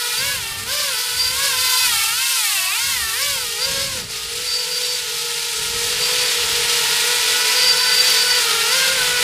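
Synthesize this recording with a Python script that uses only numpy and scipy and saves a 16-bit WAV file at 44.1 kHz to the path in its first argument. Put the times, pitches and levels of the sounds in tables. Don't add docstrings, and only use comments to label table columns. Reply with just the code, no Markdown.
import sys
import numpy as np
from scipy import signal
from scipy.io import wavfile

SR = 44100
rng = np.random.default_rng(int(sys.argv[2]) if len(sys.argv) > 2 else 0)


def pcm_store(signal):
    levels = np.round(np.clip(np.atleast_2d(signal), -1, 1) * 32767)
    wavfile.write(sys.argv[1], SR, levels.astype(np.int16).T)


def natural_amplitude(level_db):
    exponent = np.asarray(level_db, float) / 20
    return 10 ** exponent


N = 407035
BLADES = 3

# (multiple of the shaft rate, fast pair level [dB], slow pair level [dB]), against the tip hiss
MAGNETS = [(28, -2, -3), (35, -25, -13)]


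def clock():
    return np.arange(0, N + 20, 20) / SR


def fine(x):
    return np.interp(np.arange(N) / SR, clock(), x)


def in_time(rows):
    s, *columns = np.transpose(rows)
    return [np.interp(np.arange(N) / SR, s, column) for column in columns]


def at_hz(points, hz):
    table_hz, table_db = np.transpose(points)
    return np.interp(np.log(hz), np.log(table_hz), table_db)


def rms_one(x):
    return x / np.sqrt(np.mean(x ** 2) + 1e-20)


def slide(start_s, length_s):
    u = np.clip((clock() - start_s) / length_s, 0, 1)
    return u * u * (3 - 2 * u)


def drift(rate):
    r = np.exp(-40 * np.pi * rate / SR)
    white = rng.standard_normal(N // 20 + 2002)
    slow = signal.lfilter([1], [1, -2 * r, r * r], white)[2000:]
    return np.interp(np.arange(N) / 20, np.arange(len(slow)), rms_one(slow))


def bands(low_hz, count):
    edges = low_hz * 2 ** (np.arange(count + 1) / 3)
    white = rng.standard_normal((2, N))
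    for k, (low, high) in enumerate(zip(edges, edges[1:])):
        sos = signal.butter(2, [low, min(high, .45 * SR)], "band", fs=SR, output="sos")
        yield np.sqrt(low * high), signal.sosfilt(sos, white[k % 2])


def gusts():
    # (start [s], length [s], level [dB])
    gust_table = [(0.217, 0.2, -42), (.5, 0.18, -44), (.8, 0.11, -54), (1.15, 0.25, -46),
                  (1.497, 0.15, -48.5), (1.864, .07, -46), (2.084, 0.034, -48), (2.543, 0.16, -55.5),
                  (2.869, 0.19, -45), (3.252, 0.22, -47), (3.722, 0.31, -38.5), (4.249, 0.18, -46.5),
                  (4.7, 0.81, -57), (5.623, 0.34, -43), (6.13, 0.085, -48), (6.431, .2, -45),
                  (6.7, .3, -52), (7.2, 1.25, -54), (8.5, .1, -50), (8.883, 0.33, -46.5)]
    rise_db_per_s, fall_db_per_s, calm_db = 141, 86, -63
    t = clock()
    each = []
    for s, length, db in gust_table:
        drop_db = np.maximum(rise_db_per_s * (s - t), fall_db_per_s * (t - s - length))
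        each.append(db - np.maximum(0, drop_db))
    return fine(np.maximum(calm_db, np.max(each, axis=0)))


def wind(lumpy_db, side_db):
    # (frequency [Hz], level [dB per Hz])
    buffet = [(20, -4), (40, -3), (80, 5), (160, -2), (300, -12.5), (700, -16), (1500, -27)]

    def rumble():
        noises = bands(19.73, count=18)
        return rms_one(sum(noise * natural_amplitude(at_hz(buffet, hz) + lumpy_db * drift(3.7)) for hz, noise in noises))

    level_db = gusts()
    mid, side = rumble(), rumble()
    return natural_amplitude(level_db + 2.0) * (mid + natural_amplitude(side_db) * side * np.array([[1], [-1]]))


def spin():
    # (start [s], length [s], new blade rate of the fast pair [Hz], of the slow pair [Hz])
    moves = [(0.0, 0.011, 482, 438), (0.131, 0.15, 560.8, 503.4), (0.321, 0.13, 452.3, 397),
             (0.638, 0.12, 587.0, 531.3), (0.802, 0.18, 490.0, 439.7), (1.117, 0.089, 506.0, 455.3),
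             (1.281, 0.18, 559.3, 497.0), (1.45, 0.11, 510.6, 452.3), (1.808, 0.18, 446.3, 405),
             (2.069, 0.18, 532.8, 473), (2.293, 0.34, 371.6, 337.7), (2.673, 0.16, 540, 479.5),
             (2.878, 0.19, 445, 380.2), (3.118, 0.13, 576.0, 515.3), (3.257, 0.25, 464, 410.6),
             (3.55, 0.13, 542, 478.4), (3.768, 0.06, 552.0, 524.0), (3.868, 0.2, 464.6, 413),
             (4.254, 0.22, 494, 449), (4.939, 0.23, 470.7, 431.6), (5.745, 0.43, 495.0, 441),
             (6.284, 0.071, 475.7, 437.0), (6.979, 0.19, 486.5, 441.8), (7.268, 0.14, 490.0, 432.4),
             (7.355, 0.36, 498.2, 456), (7.784, 0.19, 500.7, 446.3), (8.017, 0.33, 493.8, 457.7),
             (8.354, 0.13, 458.7, 418.7), (8.628, 0.16, 529, 475), (8.923, 0.135, 490.0, 438.0)]
    rates = np.array(moves)[:, 2:]
    slow = rates[0][:, None]
    for step, (start_s, length_s, *_) in zip(np.diff(rates, axis=0), moves[1:]):
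        slow = slow + step[:, None] * slide(start_s, length_s)
    return np.array([fine(pair) for pair in slow])


def whines():
    # (start [s], length [s], level [dB], pitch from [Hz], pitch to [Hz])
    whine_table = [(.17, .05, 7, 4640, 4660), (0.701, .16, 1.5, 4820, 4718), (.94, .07, 2, 4724, 4623),
                   (1.01, .12, -5, 4710, 4707), (1.151, .16, 6.5, 4636, 4794),
                   (1.561, .3, -1.5, 4740, 4680), (3.172, .08, 3, 4710, 4700), (3.392, .05, 1, 4690, 4670),
                   (3.7, .16, 4.5, 4193, 4180), (3.58, .09, 10, 4474, 4830), (4.471, .17, 8, 4680, 4645),
                   (4.702, .1, 3, 4715, 4630), (4.82, .15, 7.5, 4686, 4670), (5.861, .16, 4.5, 4640, 4644),
                   (6.02, .29, 1.5, 4667, 4640), (7.562, .29, 8, 4744, 4641), (7.85, .18, 7, 4675, 4720),
                   (8.03, .36, 6.5, 4702, 4613), (8.69, .07, 9, 4593, 4816), (8.969, .08, -13, 4697, 4660)]
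    edge_s = .045
    held = hz = gain = 0
    for s, length, db, from_hz, to_hz in whine_table:
        on = slide(s - edge_s / 2, edge_s) - slide(s + length - edge_s / 2, edge_s)
        held = held + on
        gain = gain + on * natural_amplitude(db)
        pitch_hz = from_hz + (to_hz - from_hz) * slide(s, length)
        hz = hz + on * pitch_hz * BLADES / MAGNETS[0][0]
    held = fine(held)
    hz = fine(hz) * (1 + .007 * drift(7.0))
    gain = fine(gain) * natural_amplitude(2.8 * np.tanh(drift(14.0)))
    return np.minimum(held, 1), hz / np.maximum(held, 1e-9), gain + natural_amplitude(-14)


def level_dips():
    # (deepest from [s], hold [s], depth [dB])
    ducks = [(0.38, .19, -4.5), (0.65, .01, -7.5), (1.327, 0.05, -1.5), (1.616, .2, 0), (2.2, .2, -0.5),
             (3.05, 0.066, -1), (3.41, 0.16, -1), (3.878, 0.026, -2.5), (4.061, 0.021, -9),
             (4.152, .15, -3.5), (5.599, .15, 0), (5.931, 0.055, -2), (8.5, 0.14, 0), (8.939, 0.018, -3.5),
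             (9.133, .02, -3.5)]
    in_s, out_s = 0.057, 0.03
    t = clock()
    duck = 0
    for s, hold, db in ducks:
        away = np.maximum((s - t) / in_s, (t - s - hold) / out_s)
        duck = duck + db * np.exp(-np.maximum(0, away))
    return fine(duck)


def flight(rates_hz):
    # (time [s], loudness at hover speed [dB], steepness above the microphone [0-1],
    # skimming the grass [0-1])
    path = [(0, -28, 0.24, 0.07), (.45, -26, 0.32, 0), (.85, -28.5, 0.12, 0.12), (1.16, -27.5, 0.34, 0.22),
            (1.45, -25, 0.3, 0.18), (1.9, -22, 0.76, 0.12), (2.25, -24, 1.0, 0.28), (2.62, -22.5, 1, 0.1),
            (2.9, -25, 0.79, 0.17), (3.25, -27.5, 0.24, 0.03), (3.55, -26, 0.2, .5),
            (3.8, -25.5, 0.07, 0.55), (4.15, -27.5, 0.16, 0.95), (4.9, -27.5, 0.05, 1), (6.3, -23, 0, 0.87),
            (7.0, -23.5, 0, 0.25), (8.1, -22.5, 0.04, 0.21), (9.23, -22.5, 0.07, 0.18)]
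    # (time [s], nearness [0-1])
    approach = [
        (0, 0.4),
        (.7, 0.75),
        (1.3, 0.46),
        (2.4, 0.3),
        (3.4, 0.33),
        (4.6, 0.4),
        (5.6, 0.34),
        (6.1, 0.82),
        (9.23, 0.92),
    ]
    level, steep, skim = in_time(path)
    near, = in_time(approach)
    fast, slow = np.log2(rates_hz / 490)
    turned = fine(slide(3.3, 0.36))
    duck = level_dips()
    spared = -0.5 * duck
    hiss = level + duck + 5 * fast
    tones = [-8.5 + spared - 23.5 * steep + 10.5 * fast,
             -12.5 + spared - 17 * steep + 5 * slow,
             -7 - 3 * steep - 10 * skim + 6 * fast,
             -10.5 + 0.5 * steep - 5 * skim + 6 * slow]
    slap = hiss - 10.5 + np.minimum(steep, 1) ** 3 - 9 * skim - 1.5 * near * turned + 4.5 * fast
    rough = np.clip(.42 - .16 * steep + .3 * np.maximum(skim, near * turned), .2, 1)
    roar = -29 + 2 * skim + 16.5 * near - 2 * steep - duck
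    swish = 3 * near - 2 * steep + 1.5 * fast
    sheen = -2 * skim - 4 * turned
    return hiss, [hiss + db for db in tones], slap, rough, [roar, swish, sheen]


def rotors(rates_hz, rough, held, held_hz, trim):
    fast_hz, slow_hz = rates_hz
    second = 1.005 + .01 * drift(2.0)
    apart = .008 * drift(3.0)
    speeds = [fast_hz, fast_hz * second, slow_hz * (1 + apart), slow_hz * (1 - apart)]
    fast_holds = np.abs(fast_hz - held_hz) < np.abs(slow_hz - held_hz)
    speeds[1] = speeds[1] + held * fast_holds * (held_hz - speeds[1])
    speeds[3] = speeds[3] + held * ~fast_holds * (held_hz - speeds[3])
    speeds = [hz * (1 + trim * rough * drift(9.84)) for hz in speeds]
    return 2 * np.pi * np.cumsum(speeds, axis=1) / SR + rng.uniform(0, 99, (4, 1))


def air(phases, roar_db, swish_db, sheen_db, chop, patchy_db):
    # (frequency [Hz], level [dB per Hz])
    hiss = [(200, -24.5), (400, -20.5), (760, -16.5), (1150, -13), (1600, -8.5), (2800, -0.5), (4700, 1),
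            (6200, -4.5), (9000, -3), (11500, -10.5), (14000, -7), (16500, -20)]
    passes = 1 + chop * np.sum(np.cos(phases), axis=0)
    gust = drift(2.0) + drift(40.0)
    out = tip = 0
    roar_db, swish_db, sheen_db = [db - db.mean() for db in (roar_db, swish_db, sheen_db)]
    colours_db = [roar_db, swish_db, 0, sheen_db]
    for hz, noise in bands(206.1, count=19):
        centres = np.log([800, 3400, 7000, 11000])
        shares = [np.interp(np.log(hz), centres, row) for row in np.eye(4)]
        level_db = at_hz(hiss, hz) + sum(share * db for share, db in zip(shares, colours_db))
        noise = noise * natural_amplitude(level_db + patchy_db * (gust + 0.81 * drift(6.2)))
        out = out + noise * (shares[0] + (1 - shares[0]) * passes)
        tip = tip + noise * (5500 < hz < 9500)
    return out / np.sqrt(np.mean(tip ** 2))


def motors(phases, whine, rattle_db):
    # (frequency [Hz], width [Hz], level [dB])
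    bells = [
        (4700, 150, 0),
        (5290, 210, -2),
    ]
    pull = 0
    for k, phase in enumerate(phases):
        for order, *levels_db in MAGNETS:
            level_db = levels_db[k // 2] + 2.2 * drift(30.0)
            pull = pull + natural_amplitude(level_db) * np.sin(order * phase / BLADES)
    pull = whine * pull + natural_amplitude(rattle_db) * rng.standard_normal(N)
    out = 0
    for hz, width_hz, db in bells:
        r = np.exp(-np.pi * width_hz / SR)
        bell = [(1 - r * r) / 2, 0, (r * r - 1) / 2, 1, -2 * r * np.cos(2 * np.pi * hz / SR), r * r]
        out = out + natural_amplitude(db) * signal.sosfilt([bell, bell], pull)
    return out


def propellers(phases, levels_db, slap_db, rough, shaft_db, flutter_db):
    # (multiple of the blade rate, level [dB])
    overtones = [(2, -3.5), (3, 1), (4, 1)]
    # (multiple of the blade rate, level [dB])
    slap = [(5, 0), (8, -1), (11, -5), (14, -13)]
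    # (time [s], pitch [Hz], lift [dB])
    echo = [(0, 1480, 1), (.27, 1750, 6), (.44, 1850, 3), (.63, 1850, 4), (.8, 1220, 1), (1.5, 1089, 7.5),
            (1.9, 1009, 5), (2.05, 2690, 8), (2.35, 2700, 0), (2.65, 2752, 12), (2.88, 2135, 2),
            (3.1, 1796, 12.5), (3.3, 1708, -0.5), (7.0, 1401, -2.5), (8.0, 1941, 3), (8.5, 1301, 1),
            (8.85, 1493, 5), (9.23, 1484, 6.5)]
    echo_hz, echo_db = in_time(echo)
    echo_width_octaves = 0.11
    out = np.zeros(N)
    for k, phase in enumerate(phases):
        pair = k // 2
        base_db, over_db = levels_db[pair], levels_db[2 + pair]
        lead = natural_amplitude(-6.0 * (k % 2))
        octaves_off = np.log2(np.gradient(phase) * SR / (2 * np.pi * echo_hz))
        tone = np.sin(phase) + natural_amplitude(shaft_db) * np.sin(phase / BLADES)
        out += lead * natural_amplitude(base_db - 0.5 + 2.0 * drift(18.0)) * tone
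        for m in range(2, 15):
            if m < 5:
                db = over_db + at_hz(overtones, m) - 5 * pair * (m == 4)
            else:
                db = slap_db + 3 - 11 * pair + at_hz(slap, m)
            shaky = 1.6 * np.tanh(drift(35.0) / 1.4)
            sway = (rough + .15) * np.sqrt(m) * drift(30.0)
            db = db + 2.0 * drift(4.0) + flutter_db * shaky
            db = db + echo_db * np.exp(-((octaves_off + np.log2(m)) / echo_width_octaves) ** 2)
            out += lead * natural_amplitude(db) * np.sin(m * phase + .45 * sway)
    return out


def scene():
    rates_hz = spin()
    held, held_hz, whine = whines()
    hiss_db, tones_db, slap_db, rough, colours_db = flight(rates_hz)
    phases = rotors(rates_hz, rough, held, held_hz, trim=.003)
    drone = propellers(phases, tones_db, slap_db, rough, shaft_db=-17, flutter_db=2.8)
    drone = drone + natural_amplitude(hiss_db) * motors(phases, whine, rattle_db=-2)
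    drone = drone + natural_amplitude(hiss_db) * air(phases, *colours_db, chop=.07, patchy_db=0.72)
    return drone + wind(lumpy_db=2.5, side_db=-25)


def band_limit(x):
    return signal.sosfilt(signal.butter(12, 16850, fs=SR, output="sos"), x)


def record(dry):
    cut = signal.sosfilt(signal.cheby2(14, 80, 16200, fs=SR, output="sos"), dry)
    return band_limit(cut)


dry = scene()
out = record(dry)
pcm_store(out)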